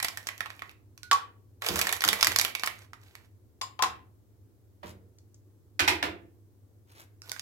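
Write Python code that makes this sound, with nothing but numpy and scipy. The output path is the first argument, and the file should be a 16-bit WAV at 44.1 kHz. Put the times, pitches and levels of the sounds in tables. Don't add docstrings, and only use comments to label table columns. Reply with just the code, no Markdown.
import sys
import numpy as np
from scipy import signal
from scipy.fft import rfft, irfft
from scipy.io import wavfile
from scipy.ndimage import uniform_filter1d

SR = 44100
rng = np.random.default_rng(int(sys.argv[2]) if len(sys.argv) > 2 else 0)


def store_wav(level_fs):
    pcm = np.round(np.clip(np.atleast_2d(level_fs), -1, 1) * 32767)
    wavfile.write(sys.argv[1], SR, pcm.T.astype(np.int16))


N = 326781

# (start t/s, length t/s, rasp level/dB before the sag)
ICE_SLIDES = [(0, 0.73, -56), (1.611, 0.37, -32), (2.002, 0.36, -35.5), (2.362, 0.16, -36),
              (2.549, 0.32, -53), (2.981, 0.3, -61.5), (7.217, 0.19, -52.5)]
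# (f/Hz, relative level/dB per Hz)
RASP_SPECTRUM = [(240, -37.5), (400, -3), (1070, -3), (8110, -13), (11900, -12.5), (16000, -16)]
# (t/s, approximate peak level/dB, note f/Hz, high part level/dB)
ICE_CLACKS = [(0.001, -21, 2080, -23.5), (0.027, -15.5, 1900, -10.5), (0.046, -14, 2010, -11),
              (0.084, -20, 5190, -15), (0.173, -23, 1750, -10), (0.27, -21, 6440, -17.5),
              (0.288, -20, 1990, -24), (0.379, -35.5, 3000, -7), (0.406, -17.5, 1930, -25.5),
              (0.459, -27, 1090, -29), (0.503, -29.5, 2330, -25.5), (0.593, -35.5, 2330, -21),
              (0.62, -25.5, 2320, -34.5), (0.694, -37, 2510, -19), (0.977, -39, 6000, -14),
              (1.621, -22, 1290, -23.5), (1.664, -16, 2670, -4.5), (1.687, -15.5, 4160, -12.5),
              (1.758, -16.5, 1080, -5), (1.791, -13, 1780, -10.5), (1.814, -10.5, 2320, -11),
              (1.87, -14, 1870, -14.5), (1.892, -17, 2280, -15), (1.926, -12, 1850, -8.5),
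              (2.007, -20, 5300, -18), (2.02, -17, 1920, -13.5), (2.039, -9.5, 1333, -12.5),
              (2.049, -13.5, 5000, -8.5), (2.078, -12.5, 1350, -10.5), (2.088, -6.5, 3710, -13),
              (2.13, -12, 1990, -10.5), (2.21, -15, 5040, -14), (2.228, -4, 4830, -15.5),
              (2.246, -10.5, 5930, -13), (2.27, -7, 1970, -12.5), (2.319, -19.5, 1990, -13),
              (2.361, -9, 4570, -13.5), (2.387, -8, 5710, -8.5), (2.397, -12, 4130, -14),
              (2.413, -11.5, 2260, -1), (2.449, -13, 3210, -18), (2.551, -17, 2340, -14.5),
              (2.596, -26, 5670, -20), (2.635, -15, 1100, -21), (2.642, -23.5, 5200, -19),
              (2.661, -20, 4730, 8), (2.674, -15.5, 1700, -18), (2.933, -33, 1300, -21.5),
              (3.153, -34, 1880, -13.5), (7.295, -28.5, 4700, -11.5), (7.363, -32.5, 1470, -27),
              (7.395, -24, 5740, -9)]
# (f/Hz, width f/Hz, level/dB before a random factor)
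BOWL_MODES = [(1100, 28, 2), (1320, 60, -4.5), (1880, 56, -7), (2300, 60, -4)]
SLIDE_RISE_S, SLIDE_FALL_S, SLIDE_SAG_DB = 0.057, 0.019, -7
USUAL_HZ, USUAL_T60_S, SHORTER_POWER = 2030, 0.039, 0.36
USUAL_LOW_DB, LOW_DB_PER_OCTAVE = -11.5, -5.5


def bowl():
    ice = np.zeros((2, N))
    for s, length, db in ICE_SLIDES:
        t = np.arange(0, length, 1 / SR)
        edges = np.minimum(t / SLIDE_RISE_S, (length - t) / SLIDE_FALL_S)
        stroke = np.minimum(edges, 1) * amp(db + SLIDE_SAG_DB * t / length)
        rasp = slipping(len(t), RASP_SPECTRUM, per_s=330, spread_db=5.8)
        add(ice, s, stroke * rasp, pan_db=-4.5, lag_s=.00016)
    for s, db, hz, high_db in ICE_CLACKS:
        low_db = USUAL_LOW_DB + LOW_DB_PER_OCTAVE * np.log2(hz / USUAL_HZ)
        t60 = USUAL_T60_S * (USUAL_HZ / hz) ** SHORTER_POWER
        clack = amp(db) * blow(low_db, high_db, hz, note_db=0.8, rise_s=0.00023, t60=t60, low_t60=0.088)
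        steel = np.zeros_like(clack)
        for mode_hz, width, mode_db in BOWL_MODES:
            spot = 2 * rng.random()
            steel += spot * amp(mode_db) * ring(clack, mode_hz, width)
        add(ice, s, clack + steel, pan_db=-5., lag_s=.00016)
    return ice


# (t/s, approximate crack peak level/dB, glass ring level/dB relative to that,
# high part level/dB, left over right level/dB)
CUBE_DROPS = [(1.113, -7, -11, -13, -2), (1.13, -16, -8, -1.5, 5), (3.613, -22, -9, -12.5, 5.5),
              (3.791, -26, -4, -29, 6.5), (3.823, -9.5, -8, -9, 2.5), (3.836, -14, -17.5, -23.5, -5)]
# (f/Hz, level/dB, t60 t/s)
TUMBLER_MODES = [(465.5, -7.5, 0.032), (744, -9.5, 0.12), (1043, 3.5, 0.092), (876, -4, 0.065),
                 (1197, -8.5, .06)]
SECOND_GLASS_S, FIRST_PITCH = 3, 1.075


def tumblers():
    out = np.zeros((2, N))
    rise = 1 - np.exp(-np.arange(SR) / SR / 0.0043)
    for s, db, ring_db, high_db, pan_db in CUBE_DROPS:
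        pitch = FIRST_PITCH if s < SECOND_GLASS_S else 1
        lag_s = -.00003 * pan_db
        note_hz = pitch * TUMBLER_MODES[2][0]
        crack = blow(-9.5, high_db, note_hz, note_db=0.65, rise_s=0.0011, t60=0.038,
                     low_t60=0.018, top_db=-10.5)
        glass = rise * sum(struck(TUMBLER_MODES, 1.0, pitch))
        add(out, s, amp(db) * crack, pan_db, lag_s)
        add(out, s, amp(db + ring_db) * glass, pan_db, lag_s)
    return out


# (t/s, approximate tick peak level/dB, low note level/dB,
# high notes level/dB, t/s until the notes drop, rattle of the low note as a factor)
LADLE_PINGS = [(1.032, -31, -19, -43, 0.078, .12), (3.616, -27.5, -50, -12.5, 0.11, .6),
               (7.219, -35.5, -30, -25, 0.1, 1), (7.317, -20.5, -31.5, -55, 0.026, 1.2)]
# (f/Hz, level/dB, t60 t/s)
LADLE_MODES = [(1465, -0.5, 0.6), (4969, -5.5, 0.1), (7200, -9.5, 0.2)]
NOTE_DROP_DB, NOTE_DROP_S = -15, 0.011


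def ladle():
    out, t = np.zeros((2, N)), np.arange(SR) / SR
    for s, db, low_db, high_db, free_s, rattle in LADLE_PINGS:
        low = sum(struck(LADLE_MODES[:1], rattle))
        high = sum(struck(LADLE_MODES[1:], 2.3))
        drop = amp(NOTE_DROP_DB * np.clip((t - free_s) / NOTE_DROP_S, 0, 1))
        tick = blow(-7.0, -9.0, 5500, note_db=3.3, rise_s=0.00052, t60=0.0079, low_t60=0.013, top_db=-2.5)
        notes = drop * (amp(low_db) * low + amp(high_db) * high)
        add(out, s, amp(db) * tick, pan_db=-6., lag_s=.0001)
        add(out, s, amp(db) * notes, pan_db=-6., lag_s=.0001)
    return out


# (t/s, peak level/dB, note f/Hz)
BRIGHT_TICKS = [(3.845, -27, 7060), (5.1855, -47, 5550), (5.3442, -45.5, 6300)]


def ticks():
    out, t = np.zeros((2, N)), np.arange(600) / SR
    for s, db, hz in BRIGHT_TICKS:
        note = ring(ring(rng.standard_normal(len(t)), hz, 3000), hz, 3500)
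        tick = amp(-60 * t / 0.0208) * note
        add(out, s, amp(db) * tick / abs(tick).max(), pan_db=.5, lag_s=.0001)
    return out


# (t/s, approximate peak level/dB, low part level/dB,
# high part level/dB, note f/Hz, note level/dB)
FAR_KNOCKS = [(4.83, -32, 15, -26.5, 598, 18), (5.793, -9.5, -8, -22.5, 2460, -18),
              (5.808, -19, -5, -30.5, 1500, -6), (5.877, -6.5, -3.5, -19.5, 2340, -4.5),
              (5.888, -24, -9.5, -15.5, 2370, -12.5), (6.026, -12.5, 0, -25.5, 2300, -7)]


def knocks():
    out = np.zeros((2, N))
    for s, db, low_db, high_db, hz, note_db in FAR_KNOCKS:
        knock = blow(low_db, high_db, hz, note_db, rise_s=0.00195, t60=0.085, low_t60=0.09, top_db=-6.5)
        add(out, s, amp(db) * knock, pan_db=-3.5, lag_s=.00038)
    return out


# (t/s, level/dB, deep ring level/dB, upper ring level/dB)
COUNTER_THUDS = [(1.687, -34, 0, -5), (2.046, -39.5, -1.5, -7), (2.269, -42, 0.5, -4.5),
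                 (3.825, -48, 2, -4), (4.835, -41.5, -1.5, -11), (5.801, -45.5, 9, 8),
                 (5.884, -46.5, 3, 10.5), (6.029, -40, -3, 1.5)]
# (f/Hz, width f/Hz of each pass, level/dB)
COUNTER_MODES = [(83.7, 20.7, -0.5), (194, 56, -4.5), (468, 45, -8), (322, 96, 2.5)]


def counter():
    out, t = np.zeros((2, N)), np.arange(SR // 2) / SR
    for s, db, deep_db, upper_db in COUNTER_THUDS:
        shake = pair(len(t), .9)
        modes = [amp(mode_db) * evened(ring(ring(shake, hz, width), hz, width))
                 for hz, width, mode_db in COUNTER_MODES]
        deep, *middle, upper = modes
        boom = amp(deep_db) * deep + sum(middle) + amp(upper_db) * upper
        envelope = amp(db - 60 * t / .6) * (1 - np.exp(-t / 0.0019))
        add(out, s, envelope * boom, pan_db=-2.5, lag_s=.0002)
    return out


# (middle t/s, level/dB at the middle, t/s to fall to 1/e)
SOFT_BRUSHES = [(4.882, -49.5, 0.032), (6.917, -59.5, 0.031), (6.997, -51, 0.037)]


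def brushing():
    out, u = np.zeros((2, N)), np.linspace(-3, 3, 50)
    for s, db, half in SOFT_BRUSHES:
        n = round(6 * half * SR)
        swell = np.interp(np.linspace(-3, 3, n), u, np.exp(-u ** 2))
        friction = slipping(n, RASP_SPECTRUM, per_s=1400, spread_db=5.0)
        add(out, s - 3 * half, amp(db) * swell * friction, pan_db=.5, lag_s=.0003)
    return out


# (f/Hz, t60 t/s)
KITCHEN_DECAY = [(200, 0.9), (800, 0.32), (2500, 0.33), (6000, 0.21), (14000, 0.23)]


def kitchen(x, start_s):
    taps = np.zeros((2, SR // 2))
    at = np.arange(round(start_s * SR), SR // 2 - 20, 20)
    at = at + rng.integers(0, 20, (2, len(at)))
    np.put_along_axis(taps, at, rng.choice([-1., 1.], at.shape), 1)
    hz, t, z = signal.stft(taps, SR, nperseg=256)
    decay = amp(-60 * t / read(KITCHEN_DECAY, hz)[:, None])
    tail = signal.istft(z * decay, SR, nperseg=256)[1]
    return signal.fftconvolve(x, tail / np.linalg.norm(tail[0]), axes=1)[:, :N]


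# (f/Hz, relative level/dB per Hz)
AIR_SPECTRUM = [(30, -12), (69, -21.5), (83, -3.5), (103, -4), (127, -24.5), (325, -15), (677, -32.5),
                (2640, -47), (6280, -45), (15700, -43)]
# (f/Hz, left-right likeness, 1 = identical)
PORT_LIKENESS = [(60, 0.34), (400, 0.69), (1500, 0)]
AIR_DB, HUM_HZ, HUM_DB = -60.5, 101.3, -59.5


def air():
    frames, hz = N // 512 + 5, np.fft.rfftfreq(2048, 1 / SR)
    a, b, c, d, patches = rng.standard_normal((frames, 1025, 5)).T
    patches = uniform_filter1d(patches, 12, 0)
    patches = evened(uniform_filter1d(patches, 8, 1))
    same = np.clip(read(PORT_LIKENESS, hz), -1, 1)[:, None]
    left = a + 1j * b
    right = same * left + np.sqrt(1 - same ** 2) * (c + 1j * d)
    z = np.array([left, right]) * amp(read(AIR_SPECTRUM, hz)[:, None] + 0.5 * patches)
    noise = signal.istft(z, nperseg=2048, noverlap=1536)[1][:, :N]
    waver = evened(ring(ring(rng.standard_normal(N), HUM_HZ, 22.0), HUM_HZ, 22.0))
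    hum = evened(np.sin(2 * np.pi * HUM_HZ * np.arange(N) / SR) + 0.48 * waver)
    return amp(AIR_DB) * evened(noise) + amp(HUM_DB) * hum


def blow(low_db, high_db, hz, note_db, rise_s, t60, low_t60, top_db=0.):
    t = np.arange(4096) / SR
    same = np.exp(-t / 0.0021)
    crack_spectrum = [(250, -43.5), (900, -18.5), (1800, -11.0), (4000, high_db / 2 - 4.0),
                      (6200, high_db), (8500, high_db - 2.0 + top_db / 2),
                      (11800, high_db + top_db), (16000, high_db - 14.0 + top_db)]
    crack = coloured(pair(len(t), same), crack_spectrum)
    note = amp(note_db) * evened(ring(crack, hz, .2 * hz))
    body_spectrum = [(120, -55), (400, -25.0), (700, 2.0), (1200, -0.5), (2000, -29.5)]
    body = coloured(pair(len(t), 1.0), body_spectrum)
    chatter = amp(4.5 * evened(uniform_filter1d(rng.standard_normal(len(t)), 40)))
    snap = 6.9 * np.exp(-t / 0.0006) * evened(crack + 1.1 * ring(crack, hz, hz / 2))
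    sound = (chatter * crack + note) * amp(-60 * t / t60)
    sound = sound + amp(low_db) * body * amp(-60 * t / low_t60)
    sound = (sound + snap) * (1 - np.exp(-t / rise_s))
    return sound / (3.2 * np.sqrt(np.mean(sound[:, :300] ** 2)))


def struck(modes, rough, pitch=1):
    t = np.arange(SR) / SR
    partials = []
    for hz, db, t60 in modes:
        blur = evened(ring(rng.standard_normal(SR), hz * pitch, .024 * hz))
        sine = np.sin(2 * np.pi * (hz * pitch * t + rng.random()))
        partials.append(amp(db - 60 * t / t60) * (sine + rough * blur))
    return partials


def slipping(n, spectrum, per_s, spread_db):
    happens = rng.random(n) < per_s / SR
    size = amp(spread_db * np.minimum(rng.exponential(1, n), 2.8)) * happens
    pitches = np.geomspace(1500, 12000, 6)
    which = rng.integers(0, len(pitches), n)
    out = 0.84 * pair(n, 0.54)
    for k, hz in enumerate(pitches):
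        energy = signal.lfilter([1], [1, -.975], (size * (which == k)) ** 2)
        puffs = pair(n, 0.87) * np.sqrt(energy)
        out = out + 1.1 * ring(puffs, hz, 0.72 * hz)
    return coloured(out, spectrum)


def pair(n, same):
    shared, own = rng.standard_normal(n), rng.standard_normal((2, n))
    same = np.clip(same, 0, 1)
    return np.sqrt(same) * shared + np.sqrt(1 - same) * own


def add(mix, s, sound, pan_db, lag_s):
    for port, gain, at, row in zip(mix, amp([pan_db / 2, -pan_db / 2]), (s + lag_s, s), sound * np.ones((2, 1))):
        part = port[round(at * SR):][:len(row)]
        part += gain * row[:len(part)]


def ring(x, hz, width):
    r = np.exp(-np.pi * width / SR)
    return 2 * signal.lfilter([1 - r], [1, -r * np.exp(2j * np.pi * hz / SR)], x).real


def coloured(x, points):
    n = x.shape[-1]
    return evened(irfft(rfft(x) * amp(read(points, np.fft.rfftfreq(n, 1 / SR))), n))


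def read(points, hz):
    f, value = np.transpose(points)
    return np.interp(np.log(hz + 1), np.log(f + 1), value)


def evened(x):
    return x / np.sqrt(np.mean(x ** 2) + 1e-20)


def amp(db):
    return 10 ** (np.asarray(db) / 20)


def scene():
    digging = bowl() + brushing()
    glasses = tumblers() + ladle() + ticks()
    far = knocks()
    echoes = amp(-7.5) * kitchen(digging, .004)
    echoes += amp(-7.0) * kitchen(glasses, 0.0048)
    echoes += amp(-3.0) * kitchen(far, 0.0052)
    return digging + glasses + far + echoes + counter() + air()


def record(dry):
    dipped = dry - 0.3 * ring(dry, 9300, 2400)
    thinned = signal.lfilter(*signal.butter(2, 45., "high", fs=SR), dipped)
    band_limit = signal.firwin(511, 16200, window=("kaiser", 9), fs=SR)
    return signal.oaconvolve(thinned, band_limit[None], "same")


dry = scene()
out = record(dry)
store_wav(out)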